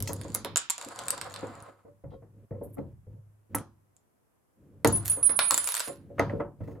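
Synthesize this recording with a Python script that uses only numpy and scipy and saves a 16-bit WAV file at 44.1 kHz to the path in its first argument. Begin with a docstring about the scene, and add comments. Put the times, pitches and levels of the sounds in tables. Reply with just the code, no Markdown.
"""A small workshop, very close: a hand-lever cutter on a wooden bench shears an aluminium rod.
The loaded metal sticks and slips in sharp snaps over a fine scrape, and both ring the rod.
Frame and bench groan and knock under the lever; loose steel clinks, the pivot drags.
After one heavy clunk the rubbing steel sings a thin high note, crackles, and the lever clunks to rest."""
import sys
import numpy as np
from scipy import signal
from scipy.fft import rfft, irfft, next_fast_len
from scipy.io import wavfile

SR = 44100
rng = np.random.default_rng(int(sys.argv[2]) if len(sys.argv) > 2 else 0)


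def wrap_up_sound(samples):
    """Save the sound to the file named by the first command line argument, as 16-bit audio."""
    columns = np.atleast_2d(samples).T
    # keep every value between -1 and 1, then stretch to whole-number steps
    tamed = np.clip(columns, -1, 1)
    steps = np.round(tamed * 32767).astype(np.int16)
    wavfile.write(sys.argv[1], SR, steps)


N = 299876
TIME_S = np.arange(N) / SR

# weight shifts on the bench: start_s, length_s, level_db
LEANS = [(-0.1, 0.41, -39.5), (0.234, 0.31, -45.5), (0.95, 0.68, -51.5), (2.299, 0.15, -53.5),
         (2.5, 0.43, -52), (3.054, 0.091, -54), (3.491, 0.12, -36.5), (4.553, 0.92, -53.5),
         (5.925, 0.32, -49), (6.148, 0.25, -39.5), (6.555, 0.22, -46)]
# bench rumble: freq_hz, gain_db
STRAIN_EQ = [(25, -23), (55, -2), (105, 4.5), (190, 2.5), (350, -5), (560, -10.5), (750, -25.5),
             (2000, -34), (5000, -49.5)]
# cutter on its bench: freq_hz, level_db, t60_s
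FRAME_MODES = [(103.08, -5, 0.95), (142.1, -6.5, 0.33), (227, -5.5, 0.17), (286.3, 0.5, 0.16),
               (338, -10.5, 0.44), (387.7, -7, 0.22), (454.8, -1.5, 0.19), (496.3, -1.5, 0.21),
               (555.2, 1.5, 0.21), (688, -2.5, 0.072), (943, -11, 0.25), (1053, -11, 0.28),
               (1285, -11, 0.18), (1443, -9.5, 0.078), (2063, -8.5, 0.1)]
# metal sliding on metal: start_s, length_s, rush_db, grit_start_db, grit_end_db, release_t60_s
SLIDES = [(0, 0.42, -64.5, -62, -63, .14), (0.771, 0.85, -48.5, -54, -67.5, 0.58),
          (4.883, 0.49, -55.5, -63, -79, 0.19), (5.4, 0.51, -57, -60.5, -63.5, 0.14)]
# scrape's rush: freq_hz, gain_db
RUSH_EQ = [(200, -18), (500, 7), (1200, 14), (2400, -3.5), (4500, -13.5), (6000, -32), (12000, -33.5)]
# frame ringing within the rush: freq_hz, gain_db
RUSH_FRAME_EQ = [(200, -30), (560, -7), (750, 0), (1400, 0), (2000, -13)]
# grit at the contact: freq_hz, gain_db
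GRIT_EQ = [(3000, -9.5), (4700, 0), (5900, -15), (7100, -3.5), (8300, -3), (10800, -8.5), (13000, -24.5),
           (16000, -42.5)]
# bright blade rasps: start_s, length_s, level_db, low_band_db
RASPS = [(2.629, 0.011, -57.5, -48), (2.724, 0.015, -65, -37), (5.046, 0.059, -37, -7),
         (5.529, 0.33, -45.5, 6)]
# strong stick-slip snaps: start_s, level_db, pitch_hz, low_crack_db
SNAPS = [(0.004, -32.5, 10700, -7), (0.025, -25.5, 11600, -22.5), (0.1325, -28, 11100, -19),
         (0.2138, -38, 9300, -1.5), (0.3446, -30.5, 11100, -21), (0.3487, -17, 10100, -16),
         (0.4475, -32, 11300, 4), (0.559, -17, 7000, -3.5), (0.5716, -13, 7380, -17.5),
         (0.578, -21.5, 8000, -15), (0.699, -20, 7500, -8.5), (0.7039, -16.5, 7170, -13),
         (0.7805, -31.5, 7100, -5.5), (0.813, -34.5, 7500, -1), (0.848, -35.5, 7300, -9),
         (0.99, -32.5, 8000, -1), (1.0831, -22, 8100, -9), (1.1054, -16, 8200, -14.5),
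         (1.179, -38, 7540, -1.5), (1.2135, -29.5, 8260, 0), (1.3403, -38.5, 8100, 3),
         (1.3614, -40.5, 8040, 5.5), (1.625, -45.5, 9320, -17), (3.549, -25.5, 10570, -24),
         (3.5525, -19, 11000, -28), (3.585, -39, 10400, -18), (3.9655, -53.5, 7260, -16),
         (4.8469, -20.5, 9050, -0.5), (4.874, -20, 6840, -17.5), (4.876, -21.5, 10900, -22.5),
         (4.925, -31, 10800, -24.5), (4.9604, -32.5, 10900, -22), (4.974, -31.5, 11000, -40),
         (5.08, -23, 11610, -12.5), (5.2301, -34, 10900, -4), (5.294, -41.5, 11200, 6),
         (5.3907, -17.5, 9830, 4.5), (5.5087, -13, 7900, -7), (5.512, -32.5, 7760, -16.5),
         (5.5431, -14, 7300, -11.5), (5.5777, -14.5, 7530, -12), (5.5808, -25.5, 7800, -6),
         (5.643, -26, 7470, -8.5), (5.674, -21, 7420, -7), (5.689, -26, 10900, -2.5),
         (5.721, -26, 11200, -5), (5.7418, -22.5, 7150, -4.5), (5.751, -23.5, 8200, -5.5),
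         (5.768, -23.5, 8700, -3), (5.7958, -24, 8030, -4.5), (5.8036, -22.5, 7670, -3),
         (6.1951, -35.5, 6310, 4.5)]
# dull crack under a snap: freq_hz, gain_db
LOW_CRACK_EQ = [(250, -33.5), (600, -1), (1200, 4), (2400, -2.5), (4400, 1.5), (6500, -10),
                (12000, -25.5), (16000, -53)]
# aluminium rod: freq_hz, level_db, t60_s
ROD_MODES = [(6900, -1, 0.19), (7360, -1.5, .18), (7420, -9, .14)]
# blows of lever, frame and bench: start_s, level_db, thump_db, clack_db
KNOCKS = [(0.004, -49, 19, -9.5), (0.091, -38.5, 0, -8), (0.246, -43, -20, -11.5),
          (0.348, -45.5, -10, -1.5), (0.447, -40.5, -24, -2.5), (0.558, -50, -19, 12), (0.86, -47, -9, -21),
          (1.428, -36.5, -12, -14.5), (1.847, -58.5, 3.5, -23.5), (2.038, -47, 14.5, -22.5),
          (2.222, -56, -3.5, -17.5), (2.508, -41, 7, -33), (2.612, -39, -3, -32.5),
          (2.783, -37.5, 6.5, -23.5), (3.067, -57, 19.5, -28.5), (3.547, -36.5, -4, -1.5),
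          (4.846, -20, -5.5, -11), (4.865, -32.5, 12.5, -10.5), (5.169, -43, -8, -13),
          (5.293, -42.5, 0.5, 5), (5.391, -45.5, -9, 21), (5.513, -41, -9, 4.5), (5.873, -45.5, -2.5, -1.5),
          (6.101, -47.5, -22, -36), (6.181, -40, -4, 0), (6.194, -25, -4.5, -8), (6.298, -40.5, 0, -7),
          (6.332, -32.5, 2.5, -32), (6.399, -31, -18.5, -12.5), (6.604, -45, 14, -17),
          (6.675, -44.5, -14, -18), (6.75, -54.5, -15, -7)]
# dense ringing of the bench top: freq_hz, gain_db
BENCH_EQ = [(30, -19.5), (60, -7), (120, 1), (300, 1), (550, 3), (720, -1), (1200, -4.5), (1800, -7),
            (2600, -15), (5000, -33.5), (9000, -41.5), (16000, -37.5)]
# bench top decay: freq_hz, t60_s
BENCH_DECAY = [(60, 1), (160, 0.63), (450, 0.12), (1100, 0.33), (3000, 0.051), (9000, 0.2097)]
# loose steel parts colliding: start_s, level_db, centre_hz, slope_db_per_octave, chatter_s
CLINKS = [(0.075, -38, 6160, 14, 0.0018), (0.075, -49, 2600, 55.5, 0), (2.106, -75.5, 3610, 25, 0.04),
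          (2.509, -65.5, 1140, 12, 0.046), (2.612, -56.5, 860, 26.5, 0), (2.783, -57, 1070, 9, 0.0086),
          (3.547, -33.5, 1000, 10, 0.0015), (3.585, -55, 3000, 18, 0), (4.8467, -28.5, 2100, 9, 0.0064),
          (5.507, -31, 1057, 35, 0.019), (5.511, -47, 13000, 26, .04), (6.195, -31, 2010, 10, 0),
          (6.297, -45.5, 1870, 14, 0), (6.401, -39, 986, 18, 0.0083), (6.402, -75, 2800, 50, 0.037),
          (6.61, -67.5, 2000, 3, 0.057), (6.676, -67.5, 2205, 0, 0.057)]
# steel parts: freq_hz, level_db, t60_s
STEEL_MODES = [(889.4, 18, 0.057), (1060, 19, 0.0091), (1318, 9, 0.14), (1667, -10.5, 0.27),
               (1850, -1, 0.15), (1970, 25, 0.014), (2600, -2, 0.1), (3230, -7.5, 0.19), (4120, -10, 0.2),
               (4920, -10, 0.37), (5550, -9, 0.12), (6500, -7.5, .2), (6750, -7.5, .2), (8790, -13, 0.2536),
               (13720, -1, .17)]
# lever dragging in its pivot: start_s, length_s, level_db
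DRAGS = [(1.676, 0.019, -52.5), (1.85, 0.034, -55), (2.112, 0.031, -50), (2.505, 0.09, -47.5),
         (2.62, 0.054, -53), (2.766, 0.023, -45.5), (3.123, 0.073, -67), (5.878, 0.022, -43.5),
         (6.331, 0.1, -46), (6.665, 0.14, -53.5)]
# pivot rub: freq_hz, gain_db
DRAG_EQ = [(90, -16.5), (300, -3), (520, 3), (1000, -11), (2100, -23), (3200, -38)]
# steel gripping and singing: start_s, length_s, attack_s, release_t60_s, level_db, pan_db
SQUEALS = [(4.927, 0.03, .001, 0.17, -28, 1), (5.098, 0.0045, .001, 0.24, -24.5, -4),
           (5.228, 0.016, 0.0016, 0.24, -28, -7), (5.249, 0.027, 0.021, 0.041, -25.5, -17),
           (5.296, 0.024, .004, 0.15, -35, -8), (5.356, 0.013, 0.019, 0.054, -28.5, -13),
           (5.378, 0.15, 0.084, 0.31, -30.5, -9.5), (5.585, 0.31, .001, 0.21, -36.5, -5)]
# room decay: freq_hz, t60_s
ROOM_DECAY = [(100, 0.44), (500, 0.13), (1500, 0.37), (4000, 0.3), (9000, 0.11), (15000, 0.058)]
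# room tail: freq_hz, gain_db
ROOM_EQ = [(5500, 0), (7400, -4), (8800, 0), (10500, -3), (15000, -7)]
# background air: freq_hz, gain_db
AIR_EQ = [(30, -20.5), (90, -1.5), (150, -5), (400, -8.5), (1000, -14), (2000, -23), (4000, -33.5),
          (12000, -24.5), (16000, -39)]


def amp(db):
    """Decibels to gain."""
    return 10 ** (np.asarray(db) / 20)


def unit(x):
    """Scale to rms 1."""
    return x / np.sqrt(np.mean(x ** 2))


def on_log_axis(hz, points):
    """Interpolate (freq_hz, value) points over log frequency."""
    freq_hz, value = np.transpose(points)
    return np.interp(np.log(np.maximum(hz, 1)), np.log(freq_hz), value)


def colour(x, eq):
    """Minimum-phase filter from (freq_hz, gain_db) points."""
    n = 2 * next_fast_len(x.shape[-1] // 2 + 1024)
    cepstrum = irfft(np.log(amp(on_log_axis(np.arange(n // 2 + 1) * SR / n, eq))))
    cepstrum[1:n // 2] *= 2
    cepstrum[n // 2 + 1:] = 0
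    return irfft(rfft(x, n) * np.exp(rfft(cepstrum)))[..., :x.shape[-1]]


def noise(size, side_db):
    """Mid/side stereo white noise."""
    mid, side = rng.standard_normal((2, size))
    return unit(np.array([mid + amp(side_db) * side, mid - amp(side_db) * side]))


def fade(t, t60_s):
    """Exponential decay."""
    return np.exp(-np.log(1000) * t / t60_s)


def swell(start_s, length_s, attack_s, t60_s):
    """Rise, hold, release after length_s."""
    rise = np.clip((TIME_S - start_s) / attack_s, 0, 1)
    return rise * fade(np.maximum(TIME_S - start_s - length_s, 0), t60_s)


def pan(db):
    """Stereo gains; db is left minus right."""
    return amp(np.array([[.5], [-.5]]) * db)


def fade_octaves(x, decay):
    """Decay each octave at its own rate."""
    size = x.shape[-1]
    octave = np.log2(np.clip(np.arange(size // 2 + 1) * SR / size, 60, 15360) / 60)
    spectrum, t = rfft(x), np.arange(size) / SR
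    bands = (irfft(spectrum * np.maximum(1 - abs(octave - k), 0)) for k in range(9))
    return sum(band * fade(t, on_log_axis(60 * 2 ** k, decay)) for k, band in enumerate(bands))


def add(out, start_s, x):
    """Mix x in at start_s."""
    i = max(int(start_s * SR), 0)
    out[:, i:i + x.shape[1]] += x[:, :N - i]


def band_rms(x, lo_hz, hi_hz, size):
    """Band rms of the first size samples."""
    sos = signal.butter(2, [lo_hz, hi_hz], "band", fs=SR, output="sos")
    return np.sqrt(np.mean(signal.sosfilt(sos, x[..., :size]) ** 2))


def through(x, response):
    """Convolve, keeping the input length."""
    return signal.fftconvolve(x, response, axes=1)[:, :x.shape[1]]


def ringing(modes, t, scatter_db, detune=0):
    """Free modal decay; contact point scatters the levels, load shifts the pitches."""
    hz, db, t60_s = np.transpose(modes)[:, :, None]
    hz = hz * (1 + detune * rng.standard_normal(hz.shape))
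    phase = rng.uniform(0, 2 * np.pi, hz.shape) + .42 * rng.standard_normal((2, *hz.shape))
    weights = amp(db + scatter_db * rng.standard_normal(hz.shape)) * np.exp(1j * phase)
    decays = np.exp(2j * np.pi * hz * t) * fade(t, t60_s)
    return unit((weights[..., 0] @ decays).imag)


def slips(rate_hz, spread_db):
    """Random train of tiny slips of uneven strength."""
    sizes = amp(spread_db * np.minimum(rng.exponential(size=N), 5)) * rng.choice([-1, 1], N)
    return unit(sizes * (rng.random(N) < rate_hz / SR))


def strain(gain_db=-2, attack_s=.0867, t60_s=.066):
    """The loaded bench rumbles and hums in the frame's lowest modes."""
    load = sum(amp(db) * swell(start_s, length_s, attack_s, t60_s) for start_s, length_s, db in LEANS)
    hum = through(rng.standard_normal((1, N)), ringing(FRAME_MODES, TIME_S[:8192], scatter_db=1))
    rumble = unit(colour(noise(N, -21), STRAIN_EQ))
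    return amp(gain_db) * load * unit(rumble + unit(colour(hum, STRAIN_EQ)))


def slide_envelopes(attack_s=.015, arch_db=3):
    """The rush peaks mid-slide; the grit wears off along it."""
    rush, grit = 0, 0
    for start_s, length_s, rush_db, start_db, end_db, t60_s in SLIDES:
        moving = swell(start_s, length_s, attack_s, t60_s)
        progress = np.clip((TIME_S - start_s) / length_s, 0, 1)
        rush += moving * amp(rush_db + arch_db * np.sin(np.pi * progress))
        grit += moving * amp(start_db + (end_db - start_db) * progress)
    return rush, grit


def scrape(frame_db=1, contact_pan_db=-2, surge_db=2.2):
    """Rough faces grind in surges: grit and rasps at the contact, a ringing rush from the frame."""
    rush_gain, grit_gain = slide_envelopes()
    frame = through(slips(900, 3)[None], ringing(FRAME_MODES, TIME_S[:12000], scatter_db=1))
    frame = unit(colour(frame, RUSH_FRAME_EQ))
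    rub = unit(colour(.17 * slips(400, 3.3) + noise(N, -5.5), RUSH_EQ))
    rush = unit(rub + amp(frame_db) * frame)
    grit = unit(colour(.5 * slips(900, 2.5) + noise(N, -2), GRIT_EQ))
    contact = grit_gain * grit + rasps()
    surge = amp(surge_db * unit(colour(rng.standard_normal(N), [(25, 0), (200, -50)])))
    return surge * (rush_gain * rush + contact * pan(contact_pan_db))


def slip_events(afterslip_s=.0074, afterslip_db=-12, ticks_per_s=24, tick_db=16, tick_hz=7170):
    """Strong snaps, one after-slip each, and random ticks along the slides; columns as SNAPS."""
    events = list(SNAPS)
    for (start_s, db, hz, low_db), wait in zip(SNAPS, rng.uniform(.5, 1.5, len(SNAPS))):
        events.append((start_s + afterslip_s * wait, db + afterslip_db, hz, low_db))
    for start_s, length_s, _, start_db, end_db, _ in SLIDES:
        delays_s = np.cumsum(rng.uniform(0, 2, 40)) / ticks_per_s
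        for delay_s, strength, pitch in zip(delays_s, *rng.standard_normal((2, 40))):
            if delay_s < length_s:
                db = start_db + (end_db - start_db) * delay_s / length_s + tick_db + .5 * strength
                events.append((start_s + delay_s, db, tick_hz * (1 + .04 * pitch), -5.5))
    return events


def snaps(gain_db=-9.5, crack_db=-4, pan_db=-1.5, brighter_from_s=4.84, brighter_db=12):
    """Each slip briefly rings the clamped metal, with a bright crack and a duller one below."""
    out, t = np.zeros((2, N)), TIME_S[:512]
    for start_s, db, hz, low_db in slip_events():
        phase = rng.uniform(0, 2 * np.pi) + .29 * rng.standard_normal((2, 1))
        t60_s = .0048 * (7300 / hz) ** 4
        ring = np.sin(2 * np.pi * hz * t + phase) * fade(t, t60_s) * (1 - np.exp(-t / .0003))
        # the crack brightens with pitch; lower-pitched snaps are brighter after the heavy clunk
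        top_db = -.5 + 19 * np.log2(min(hz / 10000, 1))
        top_db += brighter_db * (start_s > brighter_from_s and hz < 10000)
        crack_eq = [(3500, -22), (6000, -7), (8000, 0), (9400, -2), (12000, top_db), (16000, top_db - 17)]
        crack = unit(colour(noise(len(t), -6) * fade(t, .004), crack_eq))
        low_crack = unit(colour(noise(len(t), -8.5) * fade(t, .013), LOW_CRACK_EQ))
        snap = unit(unit(ring) + amp(crack_db) * crack) + amp(low_db) * low_crack
        add(out, start_s, amp(db + gain_db) * snap)
    return out * pan(pan_db)


def rod(cracks, grinding, snap_db=-29, scrape_db=-12):
    """Snaps ring the rod; the scrape keeps it singing."""
    t = TIME_S[:16384]
    drive = amp(snap_db) * cracks + amp(scrape_db) * grinding
    return through(drive, ringing(ROD_MODES, t, scatter_db=-3)) / np.sqrt(len(t))


def knocks(frame_db=2, contact_t60_s=.055, push_s=.002, rebound_s=.06, rebound_db=-24.5):
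    """Blows ring frame and bench top; the lever falls back softly after each."""
    out, t = np.zeros((2, N)), TIME_S[:24576]
    rebounds = [(start_s + rebound_s, db + rebound_db, thump_db, -27)
                for start_s, db, thump_db, _ in KNOCKS if start_s + rebound_s < TIME_S[-1]]
    for start_s, db, thump_db, clack_db in KNOCKS + rebounds:
        bench = unit(colour(fade_octaves(noise(len(t), -11), BENCH_DECAY), BENCH_EQ))
        bench *= 1 + .31 * fade(t, contact_t60_s)
        frame = amp(frame_db) * ringing(FRAME_MODES, t, scatter_db=4, detune=.018)
        blow_eq = [(130, thump_db), (300, 0), (580, 0), (1300, clack_db + 5), (2100, clack_db + 2.5),
                   (4500, 1.35 * clack_db + .5), (9000, clack_db + 1.5), (16000, clack_db - 20.5)]
        blow = colour((frame + bench) * (1 - np.exp(-t / push_s)), blow_eq)
        add(out, start_s, amp(db) * blow / band_rms(blow, 250, 750, size=1764))
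    return out


def clinks(chatter_per_s=400, rattle_t60_s=.12):
    """Steel taps steel and rattles; the contact favours modes near one pitch."""
    out, t = np.zeros((2, N)), TIME_S[:14000]
    for start_s, db, hz, slope_db, chatter_s in CLINKS:
        chatter = .45 * rng.standard_normal(len(t)) * (rng.random(len(t)) < chatter_per_s / SR)
        taps = (t == 0) + chatter * (t < chatter_s)
        rattle = unit(noise(len(t), -4) * fade(t, rattle_t60_s))
        ring = through(taps[None], ringing(STEEL_MODES, t, scatter_db=2, detune=.007) + .45 * rattle)
        ring = colour(ring, [(hz / 4, -2 * slope_db), (hz, 0), (hz * 8, -3 * slope_db)])
        add(out, start_s, amp(db) * ring / band_rms(ring, 500, 16000, size=882 + int(chatter_s * SR)))
    return out


def drags(slips_per_s=790):
    """Dull slips in the pivot shudder through frame and bench top."""
    out, t = np.zeros((2, N)), TIME_S[:16384]
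    for start_s, length_s, db in DRAGS:
        push = slips(slips_per_s, .41) * swell(0, length_s, attack_s=.0021, t60_s=.063)
        frame = ringing(FRAME_MODES, t, scatter_db=-1.5, detune=.018)
        bench = unit(colour(noise(len(t), -1.2) * fade(t, .034), BENCH_EQ))
        rub = colour(through(push[None, :len(t)], frame + bench), DRAG_EQ)
        add(out, start_s, amp(db) * rub / band_rms(rub, 250, 750, size=int(length_s * SR)))
    return out


def rasps(attack_s=.0092, t60_s=.23):
    """The sliding blade rasps in bright bursts of dense slips."""
    grain = .96 * slips(1500, 6.5) + noise(N, -5)
    out = np.zeros((2, N))
    for start_s, length_s, db, low_db in RASPS:
        rasp_eq = [(600, low_db - 23), (1500, low_db + 1.5), (5500, low_db),
                   (9000, 2.5), (12300, 9), (16000, -19.5)]
        out += amp(db) * swell(start_s, length_s, attack_s, t60_s) * unit(colour(grain, rasp_eq))
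    return out


def squeal(pitch_hz=9907, waver_hz=15, gain_db=6.5, throb_db=2, sag_db_per_s=39.5):
    """Friction keeps one high steel mode singing unsteadily; each note sags in level."""
    notes = np.zeros((2, N))
    for start_s, length_s, attack_s, t60_s, db, pan_db in SQUEALS:
        sag_db = sag_db_per_s * np.clip(TIME_S - start_s, 0, length_s)
        notes += swell(start_s, length_s, attack_s, t60_s) * amp(db - sag_db) * pan(pan_db)
    waver, flutter, throb = (unit(colour(rng.standard_normal(N), [(hz, 0), (10 * hz, -60)]))
                             for hz in (40, 110, 14))
    tone = np.sqrt(2) * np.sin(2 * np.pi * np.cumsum(pitch_hz + waver_hz * waver) / SR)
    voice = tone * (1 + .07 * flutter) * amp(gain_db + throb_db * throb)
    return np.array([np.roll(voice, 1), voice]) * notes  # left ear one sample late


def workshop(x, near_db, far_db, near_t60_s=.03):
    """Add quick reflections from cutter and bench, then the short room tail."""
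    t = TIME_S[:20000]
    near = noise(len(t), -2.9) * fade(t, near_t60_s) * (t > .001)
    far = fade_octaves(noise(len(t), -1.4), ROOM_DECAY) * (1 - np.exp(-t / .008))
    response = amp(near_db) * unit(near) + amp(far_db) * unit(colour(far, ROOM_EQ))
    return x + through(x, response / np.sqrt(len(t)))


def scene(air_db=-72):
    """Cutter and bench in the quiet workshop."""
    air = amp(air_db) * unit(colour(noise(N, .27), AIR_EQ))
    singing = workshop(squeal(), near_db=-22, far_db=-15)
    cracks, grinding = snaps(), scrape()
    snapping = workshop(cracks, near_db=-8, far_db=-8)
    lever = knocks() + drags() + clinks()
    return snapping + singing + lever + grinding + rod(cracks, grinding) + strain() + air


def record(dry, cutoff_hz=16500):
    """Steep low-pass on the top treble."""
    return signal.sosfilt(signal.ellip(8, .2, 70, cutoff_hz, fs=SR, output="sos"), dry)


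dry = scene()
out = record(dry)
wrap_up_sound(out)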